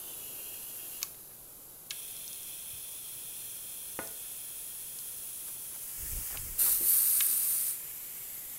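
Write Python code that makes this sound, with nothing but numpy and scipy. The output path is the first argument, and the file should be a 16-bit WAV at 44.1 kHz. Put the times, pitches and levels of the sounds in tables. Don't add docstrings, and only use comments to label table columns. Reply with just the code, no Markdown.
import sys
import numpy as np
from scipy import signal
from scipy.fft import rfft, irfft, next_fast_len
from scipy.io import wavfile
from scipy.ndimage import map_coordinates

SR = 44100
rng = np.random.default_rng(int(sys.argv[2]) if len(sys.argv) > 2 else 0)


def log_audio(samples):
    frames = np.atleast_2d(samples).T
    limited = np.clip(frames, -1, 1)
    pcm = np.round(limited * 32767).astype(np.int16)
    wavfile.write(sys.argv[1], SR, pcm)


N = 378378

# (start [s], end [s], rise [s],
#   jet level [dB], low whistle level [dB], high whistle level [dB]), levels before the sag
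SURGES = [(6.579, 6.743, .02, -27, -37.5, -30), (6.795, 7.687, .11, -28, -32, -25.5)]
SHUT_S, OPEN_S, LOOSEN_S = 1.025, 1.9, 5.8


def amp(db):
    return 10 ** (np.asarray(db) / 20)


def unit(x):
    return x / np.sqrt(np.mean(x ** 2) + 1e-20)


def clock():
    return np.arange(N) / SR


def since(start):
    return np.maximum(clock() - start, 0)


def along(points, hz):
    point_hz, value = np.transpose(points)
    return np.interp(np.log(hz + 1), np.log(point_hz + 1), value)


def ramp(start, end):
    return np.clip((clock() - start) / max(end - start, 1 / SR), 0, 1)


def held(start, end, rise_s, fall_s):
    return ramp(start, start + rise_s) * np.exp(-since(end) / fall_s)


def wobble(rate):
    knots = rng.standard_normal(int(N * rate / SR) + 4)
    return map_coordinates(knots, [np.arange(N) * rate / SR])


def delayed(x, seconds):
    return map_coordinates(x, [np.arange(N) - seconds * SR], mode="mirror")


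def filtered(x, response):
    size = next_fast_len(len(x) + SR // 4)
    hz = np.fft.rfftfreq(size, 1 / SR)
    return irfft(rfft(x, size) * response(hz), size)[:len(x)]


def bandpass(x, low_hz, high_hz):
    return signal.lfilter(*signal.butter(2, [low_hz, high_hz], "band", fs=SR), x)


def add(track, s, sound):
    part = track[round(s * SR):][:len(sound)]
    part += sound[:len(part)]


def rush(spectrum):
    return unit(filtered(rng.standard_normal(N), lambda hz: amp(along(spectrum, hz))))


def sing(peaks, wander, bend=0):
    def gain(hz):
        power = 0
        for peak_hz, width_hz, db in peaks:
            detuning = (hz - peak_hz) / (width_hz * 2 / 3)
            power = power + amp(db) ** 2 / (1 + detuning ** 2) ** 2
        return np.sqrt(power)

    song = filtered(rng.standard_normal(N), gain)
    pitch_share = bend + wander * wobble(12)
    return unit(delayed(song, -np.cumsum(pitch_share) / SR))


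def ring(modes, t, scatter_db):
    total = np.zeros(len(t))
    for k, (hz, db, t60) in enumerate(modes):
        level_db = db + scatter_db * rng.standard_normal() - 60 * t / t60
        total += (-1) ** k * amp(level_db) * np.sin(2 * np.pi * hz * t)
    return total


def burst(t, t60):
    return rng.standard_normal(len(t)) * amp(-60 * t / t60)


def background(floor_db=-58.5, rush_db=-61.0, fade_db_per_s=6.5, rest_db=-77):
    # (frequency [Hz], relative level [dB per Hz])
    floor_colour = [(20, 0), (40, 2.5), (70, -4.5), (95, -4), (120, 2), (160, -1.5), (250, -6.5),
                    (450, -5.5), (800, -10), (1500, -13.5), (2200, -33), (8000, -15.5)]
    rush_colour = [(120, -18), (350, 4), (900, -5), (1500, -12), (2200, -38)]
    rush_gain = amp(rush_db - fade_db_per_s * clock()) + amp(rest_db)
    return amp(floor_db) * rush(floor_colour) + rush_gain * rush(rush_colour)


def room(x, wet_db):
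    # (frequency [Hz], t60 [s])
    decay = [(150, 0.24), (600, 0.6), (2000, 0.38), (6000, 0.24), (14000, 0.25)]
    hz, t, z = signal.stft(rng.standard_normal(SR // 2), SR, nperseg=256)
    t60 = along(decay, hz)[:, None]
    tail = signal.istft(z * amp(-60 * t / t60), SR, nperseg=256)[1]
    tail[:SR // 250] = 0
    return x + amp(wet_db) * signal.fftconvolve(x, tail / np.linalg.norm(tail))[:N]


def near_echoes(x, echo_db, nearest_s, farthest_s, count=12):
    drift_s, slide_s = .0002, .0015
    shift_s = drift_s * wobble(0.99) + slide_s * ramp(LOOSEN_S, SURGES[-1][0])
    delays_s = np.geomspace(nearest_s, farthest_s, count)
    echoes = np.zeros(N)
    for delay_s, (sign, offset, lean) in zip(delays_s, rng.standard_normal((count, 3))):
        echoes += np.sign(sign) * delayed(x, delay_s * (1 + 0.0767 * offset) + lean * shift_s)
    return (x + amp(echo_db) * echoes / np.sqrt(count)) / np.sqrt(1 + amp(echo_db) ** 2)


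def handling(uneven_db=2, scrape_uneven_db=3.1):
    # (start [s], end [s], level [dB])
    pushes = [(5.667, 5.74, -58.5), (5.97, 6.071, -45), (6.094, 6.186, -42.5), (6.303, 6.528, -47),
              (6.6, 6.85, -58.5)]
    # (frequency [Hz], relative level [dB per Hz])
    rumble_colour = [(12, -35), (20, 3.5), (43, -2), (127, -12), (177, -20.5), (273, -26.5), (500, -27.5),
                     (650, -38), (1100, -120)]
    scrape_colour = [(150, -12), (350, -1), (1500, 0), (3000, -7), (8000, -24)]
    # (centre [s], level [dB], Gaussian length [s])
    scrapes = [(1.32, -63, .015), (5.491, -58.5, 0.017), (5.746, -58.5, 0.018), (6.309, -51, 0.0059),
               (6.351, -48, 0.019), (6.658, -48, 0.043)]
    push_rise_s, push_fall_s = 0.033, 0.042
    force = sum(amp(db) * held(start, end, push_rise_s, push_fall_s) for start, end, db in pushes)
    rumble = force * amp(uneven_db * wobble(25)) * rush(rumble_colour)
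    strokes = sum(amp(db) * np.exp(-.5 * ((clock() - s) / length_s) ** 2)
                  for s, db, length_s in scrapes)
    grating = unit(rush(scrape_colour) * amp(scrape_uneven_db * wobble(400)))
    return rumble + strokes * grating


def knocks(ring_db=-6, push_db=9, push_s=0.00057, lowest_share=0.51):
    # (time [s], level [dB], softened above [Hz], relative shudder level [dB], shudder t60 [s])
    blows = [(2.73, -47.5, 124, 4, 0.2), (3.9899, -28, 2470, -7, .04), (6.804, -37, 430, 0, 0.16)]
    # (frequency [Hz], relative level [dB], t60 [s])
    wheel = [(104, -17, 0.19), (147, -25, .18), (241, -5.5, 0.056), (286, -1, 0.055), (396, -19, 0.043),
             (430, -17.5, 0.62), (554, -4.5, 0.072), (660, -16, 0.47), (885, -0.5, 0.026),
             (1037, -7, 0.089), (1230, -5, 0.039), (1453, -3, 0.13), (1800, -5, 0.034), (2040, 4, 0.017),
             (3100, -24, .015)]
    track, t = np.zeros(N), np.arange(SR // 2) / SR
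    push = (1 - t / push_s) * np.exp(-t / push_s)
    for s, db, soft_hz, shudder_db, shudder_t60 in blows:
        hit = amp(push_db) * push + amp(ring_db) * ring(wheel, t, scatter_db=0.5)
        hit = signal.lfilter(*signal.butter(3, soft_hz, fs=SR), hit)
        shudder = unit(bandpass(rng.standard_normal(len(t)), soft_hz * lowest_share, soft_hz))
        shudder *= amp(shudder_db - 60 * t / shudder_t60) / 2
        add(track, s, amp(db) * (hit + shudder))
    return track


def ticks(level_db=-2, t60=0.0055):
    # (time [s], relative level [dB])
    slips = [(2.167, -31), (2.279, -27.5), (2.3304, -31), (2.3614, -38), (2.4314, -33.5), (4.0742, -28),
             (4.9885, -27.5)]
    # (frequency [Hz], gain [dB])
    colour = [(1500, -39), (3500, -2.5), (5500, 3.5), (8500, 8), (12000, -16), (16000, -20)]
    track, t = np.zeros(N), np.arange(SR // 50) / SR
    for s, db in slips:
        add(track, s, amp(db + level_db) * burst(t, t60))
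    return filtered(track, lambda hz: amp(along(colour, hz)))


def snaps(ring_db=-10, crack_t60=0.014):
    # (time [s], level before the band filter [dB], band centre [Hz],
    #   spread each way [octaves], relative crack level [dB])
    hits = [(1.0175, -34, 2000, 1.6, 1), (1.0278, -18, 2600, 0.17, -3), (1.0292, -24, 11000, .6, 2),
            (1.0296, -17.5, 5230, .35, 1.5), (1.0304, -20.5, 1080, 0.2, -2), (1.145, -46, 2400, 1.1, 2),
            (1.9073, -20.5, 4300, 0.53, 3), (1.9098, -23.5, 1700, 0.55, -4), (1.913, -29, 3500, 1.3, 1),
            (6.372, -26, 3100, .55, 0), (7.2057, -21.5, 4000, 1.4, 0.5), (7.2085, -15.5, 2800, 0.71, -8)]
    # (frequency [Hz], relative level [dB], t60 [s])
    inflator = [(1130, -12, 0.057), (1276, -14, 0.035), (1660, -9, 0.04), (2205, -7.5, 0.023),
                (2600, -4.5, 0.022), (2990, 1, 0.014), (3740, 2, 0.013), (4370, -7.5, 0.017),
                (5090, -6, 0.016), (5400, -4, 0.014), (6800, 0, 0.0094)]
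    track, t = np.zeros(N), np.arange(SR // 5) / SR
    for s, db, bright_hz, octaves, crack_db in hits:
        hit = amp(ring_db) * ring(inflator, t, scatter_db=1) + amp(crack_db) * burst(t, crack_t60)
        hit = bandpass(hit, bright_hz / 2 ** octaves, bright_hz * 2 ** octaves)
        add(track, s, amp(db) * hit)
    return track


def valve(start, end, peaks, level_db, fade_db, flutter_db, wander, bend=0, flank_s=0.018):
    level_db = level_db - fade_db * ramp(start, end) ** 1.6 + flutter_db * wobble(34.9)
    return held(start, end, flank_s, flank_s) * amp(level_db) * sing(peaks, wander, bend)


def fills():
    # (frequency [Hz], nominal width [Hz], relative level [dB])
    first_peaks = [(2616, 150, -5.5), (2847, 87, 0.5), (3244, 97, -3), (4170, 170, -16), (5880, 260, -11),
                   (7050, 260, -11)]
    second_peaks = [(2556, 290, -6), (3257, 190, -0.5), (3476, 260, -2), (4165, 79, -2.5), (5300, 240, -9),
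                    (5810, 220, -6)]
    sharp_share, settle_s = .12, .11
    bend = sharp_share * np.exp(-clock() / settle_s)
    first = valve(0, SHUT_S, first_peaks, level_db=-57, fade_db=3.0, flutter_db=2.5,
                  wander=.012, bend=bend)
    second = valve(OPEN_S, LOOSEN_S, second_peaks, level_db=-54.0, fade_db=9, flutter_db=0.5,
                   wander=.004)
    return first + second


def leak(flutter_db=0.44):
    # (frequency [Hz], relative level [dB per Hz])
    seat_first = [(500, -15.5), (2000, -18), (4000, -13.5), (5500, -14), (7200, -9), (8700, -9.5),
                  (9400, -4.5), (11700, 1.5), (12900, -1.5), (13900, -9), (14800, 0), (15800, -14)]
    seat_fill = [(500, -24.5), (2000, -21), (3000, -16.5), (4800, -18), (6500, -12.5), (7600, -11.5),
                 (9300, -5), (10900, -0.5), (12100, -5.5), (12600, -6.5), (13300, -6), (13700, -11),
                 (14300, -2.5), (15800, -9)]
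    seat_loose = [(470, -27), (800, -16.5), (2280, -11), (2680, -12), (3000, -11), (3990, -17.5),
                  (4570, -12), (6020, -8), (6570, -6), (10500, 0.5), (15700, -0.5)]
    seat_last = [(500, -19.5), (1600, -18.5), (2250, -10), (2550, -15), (3000, -13), (4500, -17),
                 (6300, -13.5), (7400, -6), (9000, -8.5), (11800, -0.5), (13400, -1), (15000, -4.5),
                 (15800, -13)]
    # (start [s], end [s])
    shifts = [(1.89, 1.9), (5.7, 6), (6.4, 7.6)]
    start_db, growth_db_per_s, last_db = -43, 0.39, -42
    seep_db, drain_s = -8, .09
    tilt_db, tilt_rise_s, tilt_end_s, tilt_fall_s = 4.5, 0.31, 6.29, 0.18

    drained = (1 - np.exp(-since(SHUT_S) / drain_s)) * (clock() < OPEN_S)
    tilt = held(LOOSEN_S, tilt_end_s, tilt_rise_s, tilt_fall_s)
    level_db = start_db + growth_db_per_s * clock() + seep_db * drained + tilt_db * tilt
    level_db += (last_db - level_db) * ramp(*SURGES[-1][:2])
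    hiss = rush(seat_first)
    for (start, end), seat in zip(shifts, [seat_fill, seat_loose, seat_last]):
        turn = np.pi / 2 * ramp(start, end)
        hiss = np.cos(turn) * hiss + np.sin(turn) * rush(seat)
    return amp(level_db + flutter_db * wobble(60)) * hiss


def surges(voice, sag_db_per_s, close_s=0.068):
    total = np.zeros(N)
    for start, end, rise_s, *levels_db in SURGES:
        level_db = levels_db[voice] - sag_db_per_s * since(start)
        total += held(start, end, rise_s, close_s) * amp(level_db)
    return total


def blow_off(flutter_db=0.43, sputter_db=0.85, waver_db=1.3):
    # (frequency [Hz], relative level [dB per Hz])
    jet_colour = [(300, -19), (950, -23), (1700, -12), (2100, -19), (2700, -14.5), (3350, -18), (3900, -10),
                  (5700, -10), (7200, -7), (8300, -1), (10800, 3), (14300, 0), (15000, 2.5), (15800, -6.5)]
    # (frequency [Hz], nominal width [Hz], relative level [dB])
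    low_peaks = [(8450, 270, -7), (9330, 300, 1), (9740, 290, -1)]
    high_peaks = [(11430, 380, -3.5), (12140, 270, 4), (12900, 480, 1.5), (14400, 350, -10)]
    jet = surges(0, sag_db_per_s=6.5)
    low = surges(1, sag_db_per_s=6)
    high = surges(2, sag_db_per_s=18)
    start, end = SURGES[0][0], SURGES[-1][1]
    climb_share_per_s = .03
    bend = climb_share_per_s * (end - start) * (ramp(start, end) - .5)
    air = jet * near_echoes(rush(jet_colour), echo_db=-6.5, nearest_s=0.000698, farthest_s=.004)
    air += low * amp(waver_db * wobble(70)) * sing(low_peaks, wander=.004, bend=bend)
    air += high * amp(waver_db * wobble(70)) * sing(high_peaks, wander=.004, bend=bend)
    return amp(flutter_db * wobble(120) + sputter_db * wobble(600)) * air


def scene():
    contacts = room(knocks(), wet_db=-9.5) + room(snaps() + ticks(), wet_db=-14.0)
    hiss = near_echoes(leak(), echo_db=-12.5, nearest_s=0.000805, farthest_s=.006)
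    air = fills() + hiss + blow_off()
    mono = background() + handling() + contacts + air
    return np.array([mono, mono])


def record(dry):
    top_hz = 15780
    return np.array([filtered(channel, lambda hz: hz < top_hz) for channel in dry])


dry = scene()
out = record(dry)
log_audio(out)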